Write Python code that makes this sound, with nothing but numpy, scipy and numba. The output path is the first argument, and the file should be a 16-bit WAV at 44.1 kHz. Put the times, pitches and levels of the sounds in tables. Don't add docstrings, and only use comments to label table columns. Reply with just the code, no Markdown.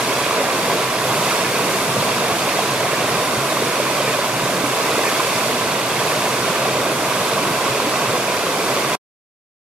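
import sys
import numpy as np
from scipy import signal
from scipy.fft import rfft, irfft
from scipy.io import wavfile
from scipy.ndimage import uniform_filter1d
from numba import njit

SR = 44100
rng = np.random.default_rng(int(sys.argv[2]) if len(sys.argv) > 2 else 0)


def digitize_waveform(pressure):
    field = np.atleast_2d(pressure).T
    bounded = np.clip(field, -1, 1)
    quanta = np.round(bounded * 32767).astype(np.int16)
    wavfile.write(sys.argv[1], SR, quanta)


N = 423801

# lag of the left port behind the right in ms, level in dB.
FALL_PATHS = [(-.09, -10), (-.03, -6.5), (.02, -5), (.05, -4), (.09, -6), (.15, -10.5)]
# frequency in Hz, relative density in dB per Hz.
WATER_SPECTRUM = [(20, -41), (80, -15), (115, -12.5), (200, -6), (500, -1), (1000, 2.5), (1700, -7),
                  (2600, -11.5), (3500, -13), (6000, -14), (10000, -14), (13500, -19.5), (15000, -24.5),
                  (15700, -32)]
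# centre in Hz, width in Hz, gain in dB.
HOLLOWS = [(131, 21, 8), (636, 140, 3.5), (996, 62, 4.5), (1106, 83, 2.5), (420, 110, 3), (844, 150, -1.5),
           (1155, 51, 2), (1590, 160, 2.5), (1760, 250, -3), (2040, 240, 3), (2584, 340, 2.5),
           (3055, 350, 0.5), (3650, 180, 1), (4600, 220, 0.5), (5420, 230, 1), (6600, 400, 1),
           (7160, 300, -1)]
# frequency in Hz, gain in dB.
WIDE_COLOUR = [(100, 3.5), (700, 0.5), (1000, 0.5), (1300, 1.5), (1600, 5), (1750, -2), (2400, 0),
               (4000, 1), (6500, 0), (9000, -2.5), (15000, -0.5)]
# frequency in Hz, left minus right in dB.
PORT_BALANCE = [(60, 2), (110, -1), (200, -1.5), (380, -1.5), (700, -1.0), (1290, -2.0), (2380, -2),
                (4400, -2), (8120, -3.0), (15000, -4)]
# delay in ms, amplitude share, phase lead in turns.
BOULDER_ECHOES = [(0.945, 0.15, 0.34), (1.8, 0.038, 0.015)]
LAYER_DB = (-25, -28, -26, -30)
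# rms swell in dB, swells per second.
SWELLS = [(1.3, 10), (.45, 6), (.55, 8), (.4, 5), (.35, 4)]
# time in seconds, level in dB.
POOL_LEVEL = [(0, -35), (1, -34), (2, -33), (3, -34.5), (4, -35.5), (5, -35.5), (6, -33.5), (7, -35.5),
              (8, -34.5), (8.9, -35.5)]
# time in seconds, gain in dB.
FLOW_LEVEL = [(0, 0), (.45, -1), (.72, 0.3), (.95, -1), (1.1, 0.7), (1.3, -0.5), (2, -0.5), (3.6, -0.5),
              (4.6, -1), (5.2, 0.3), (5.85, -2), (6.1, -0.2), (6.45, -1), (6.65, -0.8), (7.2, -0.15),
              (8.62, -.5), (8.71, -0.2), (8.78, 0), (8.85, -0.5), (8.95, 0.3)]
# time in seconds, gain in dB.
SPLASH_LEVEL = [(0, 0), (.8, -1), (1.15, -0.8), (1.3, 1), (1.45, -0.1), (2.0, 0.5), (2.25, -0.5), (2.6, 0),
                (3.3, -0.5), (4.5, -0.5), (5.0, 0), (5.3, 0.5), (5.7, 0.5), (6.0, 0.5), (6.2, 0),
                (6.45, 0.5), (6.9, -0.7), (7.8, -1.1), (8.4, -1), (8.75, -1), (8.9, -1)]
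# start in seconds, strength in dB, starting pitch in Hz.
GLUGS = [(0.121, -12, 564), (0.262, -12.5, 567), (0.309, -7.5, 1040), (0.699, -7, 950), (1.062, -16, 595),
         (1.255, -18, 626), (1.285, -15, 680), (1.593, -9, 915), (1.966, -11.5, 610), (2.025, -11, 500),
         (2.123, -16, 452), (2.225, -8.5, 615), (2.305, -8.5, 725), (2.589, -6.5, 690), (2.844, -13, 640),
         (2.931, -10.5, 580), (3.155, -15.5, 1010), (3.375, -19.5, 126), (3.404, -11, 1000),
         (3.519, -16, 645), (3.57, -12, 1080), (3.62, -11, 450), (3.74, -17, 1020), (3.799, -7.5, 556),
         (4.009, -17, 555), (4.078, -15, 430), (4.189, -9, 570), (4.244, -7, 950), (4.396, -9, 1120),
         (4.43, -21.5, 126), (4.463, -11.5, 570), (4.608, -16, 635), (4.611, -17.5, 470),
         (4.638, -11.5, 288), (4.665, -18.5, 260), (4.87, -16, 1080), (4.979, -11.5, 397),
         (5.203, -6.5, 980), (5.246, -11.5, 467), (5.282, -18, 560), (5.52, -12, 1000), (6.016, -10.5, 990),
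         (6.052, -14.5, 497), (6.12, -11, 630), (6.479, -12, 636), (6.655, -8, 724), (6.853, -12, 1000),
         (6.86, -10, 663), (7.617, -13, 577), (7.7, -20, 125), (7.869, -13, 290), (7.952, -19, 915),
         (8.032, -13, 433), (8.282, -12.5, 619), (8.699, -12, 627), (8.784, -9, 635), (8.845, -9, 1130),
         (8.875, -9.5, 1000)]
# start in seconds, strength in dB, starting pitch in Hz.
DROPS = [(0.1265, -6.5, 2570), (0.5037, -10, 2100), (0.9546, -10.5, 2174), (1.9998, -11, 2760),
         (2.4926, -10, 2580), (2.833, -10, 1930), (2.9581, -12.5, 2560), (3.0125, -9, 2260),
         (5.5287, -5, 2635), (6.4556, -5, 2030), (7.8012, -0.5, 960), (8.3488, -9, 1544),
         (8.6252, -13, 2120)]
# start in seconds, strength in dB, starting pitch in Hz.
TINKLES = [(1.158, -27, 4565), (1.312, -18.5, 1370), (1.352, -23.5, 1890), (2.116, -23.5, 2670),
           (2.29, -25.5, 3790), (5.361, -24.5, 3570), (5.963, -20, 2110), (6.101, -31, 3870),
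           (6.167, -23.5, 2880), (8.524, -26.5, 4050)]
# start in seconds, strength in dB, starting pitch in Hz.
PLUNGES = [(7.335, -16.5, 3270), (8.682, -19.5, 397), (8.708, -19.5, 340), (8.765, -21.5, 450)]

BUBBLES_PER_S, PATTER_PER_S, SPARKLE_PER_S = 1700, 120, 420
LAYER_EDGES_HZ = (220, 820, 1800, 5200)
PORT_GAP_M, SOUND_M_PER_S, BANKS_DB = 0.1, 343, -4.5
BOULDER_DULL_HZ = 8930
WIDE_HOLLOW_SHARE = 0.38
BREEZE_DB, BREEZE_LOW_HZ, BREEZE_HIGH_HZ = -51, 45, 250
STOP_S, TOP_HZ = 8.9525, 15700


def undb(db):
    return 10 ** (np.asarray(db) / 20)


def unit(x):
    return x / np.sqrt(np.mean(x ** 2))


def on_log(table, hz):
    table_hz, value = np.transpose(table)
    return np.interp(np.log(hz + 1), np.log(table_hz + 1), value)


def curve(table):
    return np.interp(np.arange(N) / SR, *np.transpose(table))


def walk(rate_hz):
    hold = int(SR / rate_hz)
    steps = np.repeat(rng.standard_normal(N // hold + 1), hold)[:N]
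    return unit(uniform_filter1d(uniform_filter1d(steps, hold), hold))


@njit
def ring(start, hz, cycles, size, rise, n):
    out = np.zeros(n)
    for k in range(len(hz)):
        length = int(cycles[k] * SR / hz[k]) + 2
        w = 2 * np.pi * hz[k] / SR
        phasor = size[k] + 0j
        step = np.exp(1j * w - 5.76 / length)
        glide = np.exp(1j * w * rise[k] / length)
        shut, opening = 1., np.exp(-w / 3)
        for i in range(start[k], min(start[k] + length, n)):
            out[i] += phasor.imag * (1 - shut)
            phasor *= step
            step *= glide
            shut *= opening
    return out


def arrive(x, hz, late_ms, db):
    half_lag = np.exp(-1j * np.pi * hz * late_ms / 1000)
    return undb(db) * rfft(x) * np.array([half_lag, 1 / half_lag])


def swarm(cycles=25.8, slope=0.52, spread_db=1.7, most_db=5.5, calm=0.92, rise=0.21,
          rush_db=3.0, surge_db=0.5):
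    when, pick, loud, sign, long = rng.random((BUBBLES_PER_S * N // SR, 5)).T
    start = (when * N).astype(np.int64)
    pitch_hz = (10 + 112 * pick) ** 2
    loud_db = np.minimum(-spread_db * np.log(1 - loud), most_db) * (1 - calm * pick)
    size = (pitch_hz / 1000) ** slope * undb(loud_db) * np.sign(sign - .5)
    bubbles = ring(start, pitch_hz, cycles * (.5 + long), size, rise * long, N)
    bubbles = np.roll(bubbles, -SR // 4)
    rush = undb(rush_db) * rng.standard_normal(N)
    return unit(unit(bubbles) + rush) * undb(surge_db * walk(14))


def banks(hz):
    alike = np.sinc(2 * hz * PORT_GAP_M / SOUND_M_PER_S)
    mid = np.sqrt(1 + alike) * rfft(swarm())
    side = np.sqrt(1 - alike) * rfft(swarm())
    return undb(BANKS_DB) * np.array([mid + side, mid - side]) / np.sqrt(2)


def boulders(hz):
    echoes = sum(share * np.exp(2j * np.pi * (turns - hz * ms / 1000))
                 for ms, share, turns in BOULDER_ECHOES)
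    return 1 + echoes / (1 + (hz / BOULDER_DULL_HZ) ** 4)


def rocks(pair, hz):
    hollow_db = sum(db / (1 + (2 * (hz - centre_hz) / width_hz) ** 2)
                    for centre_hz, width_hz, db in HOLLOWS)
    left, right = pair
    shared = (left + right) / 2 * boulders(hz) * undb(hollow_db)
    wide = (left - right) / 2 * undb(WIDE_HOLLOW_SHARE * hollow_db + on_log(WIDE_COLOUR, hz))
    return np.array([shared + wide, shared - wide])


def stream(hz):
    falls = sum(arrive(swarm(), hz, late_ms, db) for late_ms, db in FALL_PATHS)
    water = rocks(falls + banks(hz), hz) * undb(on_log(WATER_SPECTRUM, hz))
    below = [0] + [1 / (1 + (hz / edge_hz) ** 6) for edge_hz in LAYER_EDGES_HZ] + [1]
    gurgle_db, churn_db, spray_db, mist_db = (db + curve(FLOW_LEVEL) for db in LAYER_DB)
    splash_db = curve(SPLASH_LEVEL)
    level_db = [curve(POOL_LEVEL), gurgle_db, churn_db, spray_db + splash_db, mist_db + splash_db]
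    total = 0
    for k, (swell_db, rate_hz) in enumerate(SWELLS):
        layer = unit(irfft(water * (below[k + 1] - below[k]), N))
        total = total + layer * undb(level_db[k] + swell_db * walk(rate_hz))
    return total


def breeze(hz):
    dull = hz ** 2 / (hz ** 2 + BREEZE_LOW_HZ ** 2) / (1 + (hz / BREEZE_HIGH_HZ) ** 2)
    noise = rng.standard_normal((2, N))
    return undb(BREEZE_DB) * unit(irfft(rfft(noise) * dull, N))


def patter(low_hz=450, octaves=3.4, at_1khz_db=-28.5, fall_db=4.5, spread_db=1.5, clump_db=2.5,
           cycles=22.2, rise=.5):
    when, pick, loud, long = rng.random((PATTER_PER_S * N // SR, 4)).T
    start = (when * N).astype(np.int64)
    pitch_hz = low_hz * 2 ** (octaves * pick)
    db = at_1khz_db - fall_db * np.log2(pitch_hz / 1000)
    db = db - spread_db * np.log(1 - .95 * loud) + clump_db * walk(7.1)[start]
    return ring(start, pitch_hz, cycles * (.5 + long), undb(db), rise * long, N)


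def sparkle(low_hz=1700, octaves=2.9, at_4khz_db=-35, fall_db=3.5, spread_db=2.2, clump_db=2.0,
            splash_share=1.2, cycles_at_4khz=170, rise=.04):
    when, pick, loud, long = rng.random((SPARKLE_PER_S * N // SR, 4)).T
    start = (when * N).astype(np.int64)
    pitch_hz = low_hz * 2 ** (octaves * pick)
    swell_db = clump_db * walk(4.06) + splash_share * curve(SPLASH_LEVEL)
    db = at_4khz_db - fall_db * np.log2(pitch_hz / 4000)
    db = db - spread_db * np.log(1 - .95 * loud) + swell_db[start]
    cycles = cycles_at_4khz * (.5 + long) * np.sqrt(pitch_hz / 4000)
    return ring(start, pitch_hz, cycles, undb(db), rise * long, N)


def ring_rows(table, cycles, rise):
    start_s, db, pitch_hz = np.transpose(table)
    start = (start_s * SR).astype(np.int64)
    count = len(table)
    return ring(start, pitch_hz, np.full(count, float(cycles)), undb(db), np.full(count, rise), N)


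def glugs():
    return ring_rows(GLUGS, cycles=16, rise=0.18)


def drops():
    return ring_rows(DROPS, cycles=7, rise=0.394)


def tinkles():
    return ring_rows(TINKLES, cycles=90, rise=.04)


def plunges():
    return ring_rows(PLUNGES, cycles=34, rise=2.2)


def scene():
    hz = np.arange(N // 2 + 1) * SR / N
    water = rfft(stream(hz))
    singles = glugs() + drops() + tinkles() + plunges()
    near = arrive(singles + patter() + sparkle(), hz, FALL_PATHS[3][0], 0) * boulders(hz)
    side_db = on_log(PORT_BALANCE, hz)
    balance = undb(np.array([side_db, -side_db]) / 2)
    return irfft((water + near) * balance, N) + breeze(hz)


def record(dry):
    after_s = np.arange(N) / SR - STOP_S
    trail_db = np.interp(after_s, [0, .002, .018, .027, .04], [0.5, -12, -32, -55, -120])
    cut = dry * undb(trail_db) * (after_s < .04)
    low_pass = signal.ellip(14, .2, 80, TOP_HZ, fs=SR, output="sos")
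    return signal.sosfilt(low_pass, cut)


dry = scene()
out = record(dry)
digitize_waveform(out)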